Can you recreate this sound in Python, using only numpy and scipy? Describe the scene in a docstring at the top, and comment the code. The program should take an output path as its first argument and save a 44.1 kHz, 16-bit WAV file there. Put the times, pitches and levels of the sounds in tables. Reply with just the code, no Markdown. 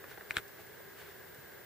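"""Tiny smacks and two sharp wet clicks: a cat licks another cat lying close beside it on a couch.
The lips part with short rings, and the tongue pulls free and sets the hollow of the mouth ringing.
Saliva crackles, the rough tongue brushes fur, and jaw and body make dull bumps.
Behind them are a quiet, steady room noise and a thin electrical whine."""
import sys
import numpy as np
from scipy import signal
from scipy.fft import rfft, irfft
from scipy.io import wavfile

SR = 44100
rng = np.random.default_rng(int(sys.argv[2]) if len(sys.argv) > 2 else 0)


def wav_record(signal):
    """Record a signal, one row per channel, as 16-bit PCM in the file named by sys.argv[1]."""
    frames = np.transpose(np.atleast_2d(signal))
    bounded = np.clip(frames, -1, 1)
    # unit amplitude maps onto the largest positive 16-bit level
    quanta = np.round(bounded * 32767).astype(np.int16)
    wavfile.write(sys.argv[1], SR, quanta)


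N = 72765
T = np.arange(N) / SR


def undb(db):
    """Turn decibels into a number to multiply by."""
    return 10 ** (np.asarray(db) / 20)


def pan(db):
    """Left and right gains that make the left side louder by db."""
    return undb(np.array([[db], [-db]]) / 2)


def per_bin(points):
    """Join (Hz, value) points into a curve with a value for every frequency."""
    hz, value = np.array(points, float).T
    return np.interp(np.log(np.maximum(np.fft.rfftfreq(N, 1 / SR), 1)), np.log(hz), value)


def colour(x, spectrum):
    """Shape the lows and highs of x, then scale its average (rms) level to 1."""
    shaped = irfft(rfft(x) * undb(per_bin(spectrum)), N)
    return shaped / np.sqrt(np.mean(shaped ** 2))


def grains(spread):
    """Grainy noise whose strength jumps every 32 samples, partly shared by both sides."""
    size = np.exp(spread * np.repeat(rng.uniform(-1.7, 1.7, N // 32 + 1), 32)[:N])
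    return size * (rng.standard_normal((2, N)) + rng.standard_normal(N))


def swell(start, rise_ms):
    """A quick rise to 1, then a fade."""
    age = np.maximum(T - start, 0) * 1000 / rise_ms
    return age * np.exp(1 - np.minimum(age, 80))


def ring(start, hz, rise_ms):
    """A tone that swells and dies away almost at once."""
    return swell(start, rise_ms) * np.sin(2 * np.pi * hz * (T - start))


def clicks():
    """The tongue pulls free and rings the mouth, whose shape sets how strong each tone is."""
    # Each row: start in seconds, level in dB, extra dB for the deep, middle, bright and snap tones,
    # pitch factor, left over right in dB, ring length factor.
    releases = [(0.3083, -23.5, -6, 3, -13.5, -1, 1.015, -1.7, 0.77),
                (0.3684, -20, 1, -2.1, 0.3, 2, 0.972, -1, 1), (0.3758, -42, -2, -3, -1, 12, 1.3, -7, 0.75),
                (0.383, -29, 0, -5.2, -3.1, 2, 0.926, -1, 0.86)]
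    # The mouth's tones: deep, middle, bright, then three for the snap.
    # Each row: pitch in Hz, rise time in ms, level in dB, left over right in dB.
    mouth_tones = [(1713, 0.79, -0.5, 5), (2146, .47, 0.5, 5.5), (3370, 0.31, -1.25, -5),
                   (5500, 0.42, -16, -0.5), (7940, 0.22, -16, 3), (9840, 0.077, -9, 8.5)]
    out = np.zeros((2, N))
    for start, db, deep, middle, bright, snap, pitch, side, length in releases:
        mouth_shape = (deep, middle, bright, snap, snap, snap)
        for (hz, rise_ms, tone_db, tone_side), shape_db in zip(mouth_tones, mouth_shape):
            gain = undb(db + tone_db + shape_db) * pan(side + tone_side)
            out += gain * ring(start, hz * pitch, rise_ms * length)
    return out


def smacks():
    """Lips part with a short ring and a little wet noise; the tongue adds faint, crisp ticks."""
    # Each row: start in seconds, level in dB, pitch in Hz, rise time in ms.
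    partings = [(0.0409, -38, 1690, 0.82), (0.0816, -48, 1600, 1.5), (0.1133, -43, 1480, 0.7),
                (0.1168, -49.5, 1580, .7), (0.175, -42, 1670, 0.51), (0.1784, -44.5, 1400, 0.69),
                (0.209, -40, 1760, 0.64), (0.21, -50.5, 1540, 0.61), (0.218, -45, 1590, 0.55),
                (0.3405, -54, 3420, 2.4), (0.592, -48.5, 650, 1.6), (0.803, -46, 590, 1.7)]
    # Each row: start of a tongue tick in seconds, level in dB.
    ticks = [(0.480, -52), (0.667, -55.5), (1.346, -53.5)]
    wet = colour(grains(0.11), [(200, -6), (700, 7.5), (1700, -3), (3000, -14), (6000, -23), (15000, -40)])
    crack = colour(grains(0.2), [(1000, -20), (4000, 6), (11000, 10), (15000, -18)])
    lips = 0
    for start, db, hz, rise_ms in partings:
        wet_burst = undb(-6.5) * swell(start, rise_ms=1.8) * wet
        lips += undb(db) * (ring(start, hz, rise_ms) + wet_burst)
    return lips + sum(undb(db) * swell(start, rise_ms=0.82) for start, db in ticks) * crack


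def saliva():
    """A film of saliva crackles as it stretches and breaks around the loudest click."""
    # Each row: frequency in Hz, strength of the crackle there in dB.
    crackle_spectrum = [(100, -12), (400, 6), (900, -1.5), (1500, 2.5), (2500, -4), (3600, -5), (4800, -14),
                        (8000, -14), (11000, -14), (15000, -19)]
    start_s, peak_s, end_s = 0.33, 0.379, 0.4065
    stretch = np.interp(T, [start_s, peak_s, end_s], [0, 1, 0]) ** 1.23
    return undb(-41) * stretch * colour(grains(0.1), crackle_spectrum)


def bumps():
    """Jaw and body make brief, dull bumps, each with a weaker knock an octave higher."""
    # Each row: middle in seconds, level in dB, pitch in Hz, half length in seconds.
    movements = [(0.311, -53, 70, 0.004), (0.373, -36, 108, 0.0021), (0.385, -49, 112, 0.01),
                 (1.29, -61, 90, .02), (1.39, -53, 132, 0.013)]
    out = 0
    for middle, db, hz, half_length in movements:
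        phase = 2 * np.pi * hz * (T - middle)
        age = (T - middle) / half_length
        thud = np.exp(-abs(age)) * np.cos(phase)
        knock = undb(-10.5) * np.exp(-(2 * age) ** 2) * np.cos(2 * phase)
        out += undb(db) * (thud + knock)
    return out


def licks():
    """The rough tongue brushes through fur, louder as it presses harder."""
    # Each row: middle of a stroke in seconds, half length in seconds, level in dB.
    strokes = [(0.114, 0.037, -55), (0.312, 0.016, -51), (0.604, 0.018, -56), (1.004, 0.035, -54),
               (1.084, 0.05, -58.5)]
    # Each row: frequency in Hz, strength of the brushing there in dB.
    fur_spectrum = [(300, 1), (1000, 2), (2000, 4.5), (3200, 0), (5000, -5.5), (7000, -10), (11000, -10),
                    (15000, -23)]
    pressure = sum(undb(db) * np.exp(-((T - middle) / half) ** 2) for middle, half, db in strokes)
    return pressure * colour(grains(0.19), fur_spectrum)


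def hollow_path(mouth):
    """On its way to the microphone the sound turns hollow and reaches the left side a little later."""
    # Each row: frequency in Hz, boost or cut in dB.
    path_gains = [(100, -13), (600, -0.5), (900, -4), (1250, -0.5), (2000, 1), (2500, 3), (3000, -1),
                  (4200, 5), (4700, -2), (5100, 0), (5650, 3), (6200, -5), (6800, 1), (8100, 3.5),
                  (9000, 1), (11200, 1), (13500, 0)]
    left_lag_s = 0.00003
    left, right = rfft(mouth) * undb(per_bin(path_gains))
    delay = np.exp(-2j * np.pi * np.fft.rfftfreq(N, 1 / SR) * left_lag_s)
    return irfft(np.array([left * delay, right]), N)


def echo(x):
    """A softly furnished room sends back a short, weak echo."""
    # Each row: frequency in Hz, strength of the echo there in dB.
    echo_spectrum = [(100, 8), (1500, -10), (4000, -16), (12000, -16)]
    gap_s, fade_s = 0.002, 0.054
    tail = colour(rng.standard_normal((2, N)), echo_spectrum) * undb(-60 * T / fade_s) * (T > gap_s)
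    tail /= np.sqrt(np.sum(tail ** 2, axis=1, keepdims=True))
    return undb(-11) * signal.fftconvolve(x, tail, axes=1)[:, :N]


def room_noise():
    """Steady room noise, partly alike on both sides in the bass and most alike near 1600 Hz."""
    # Each row: frequency in Hz, strength of the noise there in dB.
    room_spectrum = [(15, -46), (25, -29), (44, -18), (85, -4), (140, -5), (240, -10), (300, -10.5),
                     (400, 3), (470, -3), (570, -6), (660, -7.5), (1070, -11.5), (1350, -12), (1500, -6.5),
                     (1630, -2.5), (1800, -9), (2100, -9), (2350, -17.5), (2800, -17.5), (4500, -20.5),
                     (6300, -23.5), (8100, -22), (9200, -25.5), (11200, -23), (14000, -30.5), (15500, -56)]
    # Each row: frequency in Hz, how alike left and right are (0 unrelated, 1 the same).
    likeness = [(60, 0.34), (150, 0.39), (380, 0.033), (800, 0.067), (1600, 0.88), (3000, 0.065),
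                (10000, 0.046)]
    alike = per_bin(likeness)
    shared, opposite = rfft(rng.standard_normal((2, N)))
    both = shared * np.sqrt(1 + alike) + opposite * np.sqrt(1 - alike) * np.array([[1], [-1]])
    return undb(-52.5) * pan(0.52) * colour(irfft(both, N), room_spectrum)


def whine():
    """A thin, very high electrical tone whose level wavers slightly."""
    pitch_hz, right_lead_rad = 14835.4, 0.29
    waver = colour(rng.standard_normal((2, N)), [(3, 0), (35, -4), (100, -22), (400, -60), (3000, -100)])
    phase = 2 * np.pi * pitch_hz * T + np.array([[0], [right_lead_rad]])
    return undb(-60) * pan(-2) * np.sqrt(2) * (1 + 0.14 * waver) * np.sin(phase)


def scene():
    """Close mouth sounds and their echo, with bumps and licks, over the quiet room."""
    mouth = hollow_path(clicks() + smacks() + saliva())
    return mouth + echo(mouth) + bumps() + licks() + room_noise() + whine()


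def record(dry):
    """The recorder cuts the deepest bass and the highest treble."""
    low_hz, top_hz = 26, 15900
    bass_cut = signal.butter(2, low_hz, "high", fs=SR, output="sos")
    treble_cut = signal.ellip(10, 0.1, 80, top_hz, fs=SR, output="sos")
    return signal.sosfilt(treble_cut, signal.sosfilt(bass_cut, dry))


dry = scene()
out = record(dry)
wav_record(out)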